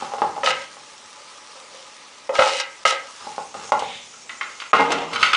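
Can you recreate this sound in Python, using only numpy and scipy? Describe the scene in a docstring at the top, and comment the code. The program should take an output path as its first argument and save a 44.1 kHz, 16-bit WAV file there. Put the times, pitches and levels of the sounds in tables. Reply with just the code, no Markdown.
"""Onion slices thump into a frying pan of hot oil, pushed by a knife off a wooden board in a small kitchen.
The blade knocks and scrapes along the board; at the end knife and board are laid on the counter.
Each solid rings in its damped modes, excited by impacts and by the dense slips of friction.
Bursting bubbles make the oil sizzle softly. A low ringing murmur is faint under the sizzle, louder under
the opening thumps and closing clatter. Behind lie a room hush, one soft swish and a rumble of the hob."""
import sys
import numpy as np
from scipy import signal
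from scipy.fft import irfft
from scipy.io import wavfile
from scipy.ndimage import uniform_filter1d, minimum_filter1d

SR = 44100
rng = np.random.default_rng(int(sys.argv[2]) if len(sys.argv) > 2 else 0)


def to_wav(sig):
    """Store sig (one row per channel, or 1-D mono) as 16-bit WAV at the path in sys.argv[1].

    Samples outside -1..1 are clipped; the rate is SR.
    """
    pcm = np.clip(np.atleast_2d(sig), -1, 1) * 32767
    pcm = np.round(pcm).astype(np.int16)
    wavfile.write(sys.argv[1], SR, pcm.T)  # frames by channels


N = 236640

# Resonant modes: pitch_hz, width_hz, level_db
PAN_MODES = [(165, 25, -22), (460, 40, -14), (560, 40, -10), (800, 50, 0), (860, 45, -3), (978, 40, -10),
             (1093, 40, -10), (1207, 50, -7), (1310, 50, -13), (2090, 100, -25), (2700, 100, -27)]
BOARD_MODES = [(542.8, 43, 3), (670, 71, -12), (804, 110, -6.5), (933, 140, -4), (1286, 57, 7.5),
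               (1596, 26, -2), (2057, 200, -8), (2546, 41, -7), (2917, 240, -9.5), (3800, 390, -21.5)]
KNIFE_MODES = [(1305, 50, 0), (1560, 56, -12), (2050, 70, -9), (2160, 60, -8), (2270, 56, -5),
               (2700, 40, -12), (3090, 70, -7), (3600, 50, -12), (4050, 60, -16), (4550, 80, -17),
               (5190, 100, -21), (6350, 90, -24)]
COUNTER_MODES = [(288, 31, -9), (470.5, 11, 2.5), (893, 100, 1.5), (1274, 120, 4), (1610, 8.5, -23),
                 (2100, 40, 5), (2710, 330, -9), (3270, 110, -23), (3400, 61, -38)]
MURMUR_MODES = [(563, 48, -6.5), (574, 18, -10), (853, 34, 0.5), (1001, 53, -1.5), (1128, 22, -1.5),
                (1227, 150, -1), (2160, 170, -18)]
# Unpitched part of each response: frequency_hz, relative_density_db
PAN_SPECTRUM = [(40, -44.5), (150, -19.5), (311, -10.5), (560, 1.5), (810, -4), (1300, -7.5), (1960, -22),
                (4000, -30), (10000, -53)]
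BOARD_SPECTRUM = [(40, -57), (150, -40), (390, -18), (550, -3), (1050, -8.5), (2000, -5.5), (3500, -10),
                  (5800, -18), (7500, -26.5), (10000, -37.5)]
KNIFE_SPECTRUM = [(40, -57), (300, -30.5), (750, -21), (1320, -0.5), (1790, -11.5), (2250, -3.5),
                  (3600, -13.5), (5340, -27), (10000, -46)]
COUNTER_SPECTRUM = [(40, -64), (100, -42), (150, -15), (283, -12), (584, 1.5), (1290, 6.5), (1830, 0),
                    (3200, -8.5), (6590, -31.5), (10000, -47.5)]
# Impacts, brighter for harder contact: start_s, peak_db, spot_pitch_hz, tilt_db_per_octave
PAN_IMPACTS = [(0.024, -17.5, 840, -4.5), (0.12, -21, 860, 3), (.137, -14, 890, 1.5), (.184, -19, 860, 3),
               (.21, -25, 860, -3), (.219, -4, 1150, 1), (.238, -16, 970, -5), (.366, -22.5, 875, 3.5),
               (0.379, -18.5, 885, -2.5), (.769, -30.5, 960, 6), (3.27, -22.5, 860, -6.5),
               (3.381, -13, 900, -0.5), (3.543, -19.5, 1060, 7.5), (3.55, -24, 165, -3),
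               (3.693, -27, 820, 6), (3.721, 0.5, 850, 2.5), (3.823, -13, 820, -3.5)]
BOARD_IMPACTS = [(.433, -10, 555, -2), (.46, -8.5, 3370, 2), (.472, -5.5, 1320, 1), (.505, -10.5, 2428, 2),
                 (2.292, -13, 580, -9.5), (2.354, -13.5, 1990, 1), (2.385, -8, 554, -5),
                 (2.391, -1, 1370, -3), (2.42, -3.5, 1330, -4), (2.465, -11.5, 790, -2.5),
                 (2.599, -9.5, 5400, 6), (2.852, -1, 1230, 1)]
KNIFE_IMPACTS = [(3.793, -12, 2940, 16.5), (4.139, -36, 1550, -4), (4.294, -22.5, 1960, 1),
                 (4.411, -14.5, 1960, -3.5), (4.43, -24, 2080, 8.5), (4.601, -22, 4700, 5),
                 (4.619, -23, 2540, -6.5), (4.919, -5, 6300, 15), (5.133, -16.5, 2250, 9),
                 (5.159, -11.5, 1320, 4.5), (5.229, 1, 1270, 1), (5.332, -1.5, 1250, 1.5),
                 (5.348, -5, 3140, 4)]
COUNTER_IMPACTS = [(4.732, 0, 1220, -2), (4.752, -30, 1260, 4), (4.796, -2, 291, -5),
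                   (4.919, -9.5, 1400, 3)]
# Sliding contacts: start_s, length_s, first_level_db, last_level_db, tilt_db_per_octave
PAN_STROKES = [(0, 0.078, -32, -34, 3), (0.119, 0.46, -40, -39, -1), (3.2, 0.17, -34.5, -47, 3),
               (3.54, 0.12, -32, -34, 2)]
BOARD_STROKES = [(0.438, 0.08, -19.5, -23, -1), (.525, 0.13, -33, -39, 1.5), (1.55, 0.13, -35.5, -59, -2.5),
                 (1.7, 0.25, -39, -51, -0.5), (2.325, .03, -29, -18.5, -6.5),
                 (2.357, 0.027, -26, -23, -1.5), (2.385, .12, -16, -21, -2.5), (2.5, 0.1205, -21.5, -25, 1),
                 (2.853, 0.0603, -17.5, -18, 2.5), (2.915, 0.06, -18, -38, -2)]
KNIFE_STROKES = [(4.302, 0.089, -35, -49, -1), (4.421, 0.19, -35.5, -43, -0.5),
                 (4.6, 0.084, -38, -51, 12.5), (5.11, .06, -29, -16.5, -1.5), (5.176, 0.0554, -30, -11, -1),
                 (5.235, .09, -16, -25, 2), (5.335, 0.043, -15, -32, 1)]
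COUNTER_STROKES = [(4.741, 0.06, -14.5, -24.5, 0.28), (4.797, 0.16, -14.5, -34.5, -2.1),
                   (4.894, 0.28, -17, -37, -1.2)]
# Levels of the sizzle and of the low ringing murmur: time_s, sizzle_db, murmur_db
ENVELOPES = [(0, -43.5, -35.5), (.4, -47.5, -54.5), (1.3, -47, -49), (2.4, -48.5, -53.5),
             (2.8, -47.5, -52.5), (3.1, -45, -49.5), (3.55, -42, -56), (3.68, -36.5, -48.5),
             (4.0, -40.5, -56.5), (4.6, -40, -56.5), (5.37, -43.5, -32.5)]
# Noise spectra: frequency_hz, relative_density_db
BARE_OIL_SPECTRUM = [(880, -20), (1500, 0), (2090, 1), (3580, 0), (5090, 2), (5660, 3), (7500, -3),
                     (10000, -8)]
COVERED_OIL_SPECTRUM = [(820, -53), (1500, -24.5), (2460, -7), (4190, -9), (5300, -4), (6550, -1.5),
                        (8000, -9), (10000, -15.5)]
SWISH_SPECTRUM = [(1060, -21.5), (1800, -5), (2140, 2), (2680, -1.5), (3020, 2), (3630, 3.5), (4320, -8.5),
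                  (5000, -12.5), (6500, -49), (11000, -120)]
RUMBLE_SPECTRUM = [(20, -20), (50, -10), (110, -2.5), (165, -2), (260, 2), (400, -36)]
HUSH_SPECTRUM = [(12, -54.5), (20, -62), (287, -9.5), (339, -11.5), (494, -4.5), (736, -9), (853, -4.5),
                 (1220, -13), (1470, -11.5), (3000, -11), (3900, -13), (6600, -120)]
# Reverberation time of the kitchen: frequency_hz, t60_s
ROOM_DECAY = [(150, 0.64), (600, 0.38), (2000, 0.46), (5000, 0.14), (10000, 0.035)]

SPREADING_S = (3.32, 3.61)  # the slices are spread over the oil: start_s, end_s
TAPS = 4096
FILTER_HZ, TIME_S = np.fft.rfftfreq(2 * TAPS, 1 / SR), np.arange(N) / SR


def slices_in_pan():
    """Impact and friction: slices and blade land and slide in the pan, exciting its modes."""
    pan = (PAN_MODES, PAN_SPECTRUM, -6)
    thumps = impacts(pan, PAN_IMPACTS, rattle_t60_s=0.036, looseness=0.06)
    return thumps + friction(pan, PAN_STROKES, slips_per_s=1500, brightening=0.1)


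def blade_on_board():
    """Impact and friction: the blade knocks and scrapes, driving the damped modes of the wood."""
    board = (BOARD_MODES, BOARD_SPECTRUM, -6.5)
    knocks = impacts(board, BOARD_IMPACTS, rattle_t60_s=0.036, looseness=0.31)
    return knocks + friction(board, BOARD_STROKES, slips_per_s=5500, brightening=4)


def knife_laid_down():
    """Modal vibration: the knife rings as it touches down and drags on the counter."""
    knife = (KNIFE_MODES, KNIFE_SPECTRUM, -2.1)
    clinks = impacts(knife, KNIFE_IMPACTS, rattle_t60_s=0.035, looseness=0.15)
    return clinks + friction(knife, KNIFE_STROKES, slips_per_s=4000, brightening=0.56)


def board_on_counter():
    """Impact and friction: the board strikes the counter and slides to rest."""
    counter = (COUNTER_MODES, COUNTER_SPECTRUM, -5.5)
    knocks = impacts(counter, COUNTER_IMPACTS, rattle_t60_s=0.064, looseness=0.093)
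    return knocks + friction(counter, COUNTER_STROKES, slips_per_s=3000, brightening=0.1)


def impacts(solid, blows, rattle_t60_s, looseness):
    """Impulse excitation: each blow is a tick and a decaying rattle, filtered by the solid."""
    out, t = np.zeros(N), TIME_S[:TAPS]
    envelope = gain_of(-60 * t / rattle_t60_s) * (1 - np.exp(-t / 0.0007))
    for start_s, peak_db, spot_hz, tilt_db in blows:
        force = looseness * rng.standard_normal(TAPS) * envelope
        force[0] = max(1 - 3.65 * looseness, 0)  # a loose contact has no clean tick
        sound = signal.fftconvolve(force, modal_response(*solid, tilt_db, spot_hz, spot_db=5))
        add(out, start_s, gain_of(peak_db) * sound / abs(sound).max())
    return out


def friction(solid, strokes, slips_per_s, brightening):
    """Stick-slip friction: dense slips drive the solid. Brightening is in dB per octave over a stroke."""
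    out = np.zeros(N)
    dull, bright = modal_response(*solid, tilt_db=-8), modal_response(*solid, tilt_db=8)
    for start_s, length_s, first_db, last_db, tilt_db in strokes:
        progress = np.linspace(0, 1, round(length_s * SR))
        slips = impulses(SR // 2, slips_per_s, spread_db=3.7)[:len(progress)]
        slips *= signal.windows.tukey(len(progress), 0.1)
        slips *= gain_of(first_db + (last_db - first_db) * progress)
        bright_share = np.clip((tilt_db + brightening * progress) / 16 + 0.5, 0, 1)
        add(out, start_s, signal.fftconvolve(slips * (1 - bright_share), dull))
        add(out, start_s, signal.fftconvolve(slips * bright_share, bright))
    return out


def modal_response(modes, spectrum, spectrum_db, tilt_db=0, spot_hz=1000, spot_db=0):
    """Modal superposition: damped resonances over a broad spectrum, tilted by contact hardness."""
    hz = FILTER_HZ
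    power = gain_of(curve_at(spectrum, hz) + spectrum_db) ** 2
    for pitch_hz, width_hz, level_db in modes:
        radiation = np.minimum((hz + 1) / pitch_hz, 1) ** 4  # small things radiate little bass
        power += radiation * gain_of(level_db) ** 2 / (1 + abs(2 * (hz - pitch_hz) / width_hz) ** 3)
    # the struck spot favours the modes within about 0.3 octave of one pitch
    emphasis_db = spot_db * np.exp(-(np.log2((hz + 1) / spot_hz) / 0.3) ** 2)
    slope_db = tilt_db * np.log2((hz + 200) / 1200)
    response = minimum_phase(10 * np.log10(power) + slope_db + emphasis_db)
    return response / np.linalg.norm(response)


def sizzle():
    """Bubble bursts: the hot oil gives a dense fizz with sharper spits."""
    times_s, sizzle_db, _ = np.transpose(ENVELOPES)
    fizz = oil_fizz()
    spits = coloured(impulses(N, per_s=1100, spread_db=5.3), BARE_OIL_SPECTRUM)
    return fade(times_s, sizzle_db) * unit_rms(fizz + fade(SPREADING_S, [-7, -16]) * spits)


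def oil_fizz():
    """Incoherent summation: bursts merge into noise, whose spectrum shifts as slices cover the oil."""
    frames_s, hz = np.arange(N // 128 + 5) * 128 / SR, np.fft.rfftfreq(512, 1 / SR)
    covered = np.interp(frames_s, SPREADING_S, [0, 1])
    level_db = np.outer(curve_at(BARE_OIL_SPECTRUM, hz), 1 - covered)
    level_db += np.outer(curve_at(COVERED_OIL_SPECTRUM, hz), covered)
    real, imaginary, patches = rng.standard_normal((len(frames_s), len(hz), 3)).T
    # the level drifts in patches of 6 bins by 12 frames
    patches = unit_rms(uniform_filter1d(uniform_filter1d(patches, 6, 0), 12, 1))
    spectra = (real + 1j * imaginary) * gain_of(level_db + 2.1 * patches)
    return unit_rms(signal.istft(spectra, nperseg=512, noverlap=384)[1][:N])


def murmur():
    """Resonance: a low ringing, faint under the sizzle, louder at the opening and the close."""
    times_s, _, murmur_db = np.transpose(ENVELOPES)
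    clicks = impulses(N, per_s=1400, spread_db=1.8)
    ringing = signal.oaconvolve(clicks, modal_response(MURMUR_MODES, HUSH_SPECTRUM, -25))[:N]
    return fade(times_s, murmur_db) * ringing


def reverberation(direct):
    """Room reverberation: sparse reflections of random sign, each band decaying at its own rate."""
    reflections = np.zeros(SR // 2)
    slots = np.arange(200, len(reflections) - 20, 20)
    reflections[slots + rng.integers(0, 20, len(slots))] = rng.choice([-1., 1.], len(slots))
    hz, t, spectra = signal.stft(reflections, SR, nperseg=256)
    decay = gain_of(-60 * t / curve_at(ROOM_DECAY, hz)[:, None])
    tail = signal.istft(spectra * decay, SR, nperseg=256)[1]
    return signal.fftconvolve(direct, tail / np.linalg.norm(tail))[:N]


def swish():
    """Amplitude modulation: a band of noise swells and fades once."""
    level_db = np.interp(TIME_S, [3.8, 3.95, 4.14], [-40.5, -36.5, -57.5], left=-120, right=-120)
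    return gain_of(level_db) * noise(SWISH_SPECTRUM)


def hob_rumble(contacts, ring_s=0.07):
    """Structure-borne sound: a low rumble follows the energy of the contacts on pan and counter."""
    retention = np.exp(-1 / (ring_s * SR))
    shake = np.sqrt(signal.lfilter([1 - retention], [1, -retention], contacts ** 2))
    return (gain_of(-68.5) + gain_of(-28.5) * shake) * noise(RUMBLE_SPECTRUM)


def room_hush():
    """Stationary noise: the steady, faint background of the kitchen."""
    return gain_of(-51.5) * noise(HUSH_SPECTRUM)


def impulses(count, per_s, spread_db):
    """Poisson process: clicks of random time and sign, a few of them large."""
    size, sign, chance = rng.random((count, 3)).T
    amplitude = gain_of(spread_db * np.minimum(-np.log(size + 1e-9), 5))
    return unit_rms(amplitude * np.sign(sign - 0.5) * (chance < per_s / SR))


def noise(spectrum):
    """Spectral shaping of white Gaussian noise."""
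    return coloured(rng.standard_normal(N), spectrum)


def coloured(source, spectrum):
    """Linear filtering by a spectrum, scaled to unit RMS."""
    return unit_rms(signal.oaconvolve(source, minimum_phase(curve_at(spectrum, FILTER_HZ)))[:N])


def minimum_phase(level_db):
    """Causal impulse response: the Hilbert transform of the log gain gives the phase."""
    log_gain = np.log(gain_of(np.maximum(level_db, -100)))
    mirrored = np.concatenate([log_gain, log_gain[-2:0:-1]])
    transfer = np.exp(np.conj(signal.hilbert(mirrored)))
    return irfft(transfer[:len(level_db)])[:TAPS]


def curve_at(points, hz):
    """Interpolation on a logarithmic frequency axis."""
    points_hz, values = np.transpose(points)
    return np.interp(np.log(hz + 1), np.log(points_hz + 1), values)


def fade(times_s, levels_db):
    """Amplitude envelope, piecewise linear in decibels."""
    return gain_of(np.interp(TIME_S, times_s, levels_db))


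def gain_of(db):
    """Amplitude ratio of a level in decibels."""
    return 10 ** (np.asarray(db) / 20)


def unit_rms(x):
    """Normalisation to unit mean power."""
    return x / np.sqrt(np.mean(x ** 2) + 1e-20)


def add(mix, start_s, sound):
    """Superposition of a delayed sound on the mix."""
    part = mix[round(start_s * SR):][:len(sound)]
    part += sound[:len(part)]


def scene():
    """Superposition of the contact sounds, their reverberation, the sizzle and the background, in mono."""
    board, pan = blade_on_board(), slices_in_pan()
    knife, counter = knife_laid_down(), board_on_counter()
    direct = board + pan + knife + counter
    cooking = direct + gain_of(-8) * reverberation(direct) + sizzle()
    background = murmur() + swish() + hob_rumble(pan + counter) + room_hush()
    return (cooking + background)[None]


def record(dry):
    """The level dips briefly just before each sudden attack; saturation and a low-pass follow."""
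    level_db = 10 * np.log10(abs(uniform_filter1d(dry ** 2, size=96)) + 1e-12)
    peak_ahead_db = -minimum_filter1d(-level_db, size=551, origin=-275)  # over the next 12.5 ms
    duck_db = 1.1 * np.maximum(peak_ahead_db - level_db - 24.5, 0)
    ducked = dry / gain_of(uniform_filter1d(duck_db, size=32))
    saturated = 0.94 * np.tanh(ducked / 0.89)
    low_pass = signal.firwin(1535, cutoff=10080, window=("kaiser", 9), fs=SR)
    return signal.oaconvolve(saturated, low_pass[None], "same")


dry = scene()
out = record(dry)
to_wav(out)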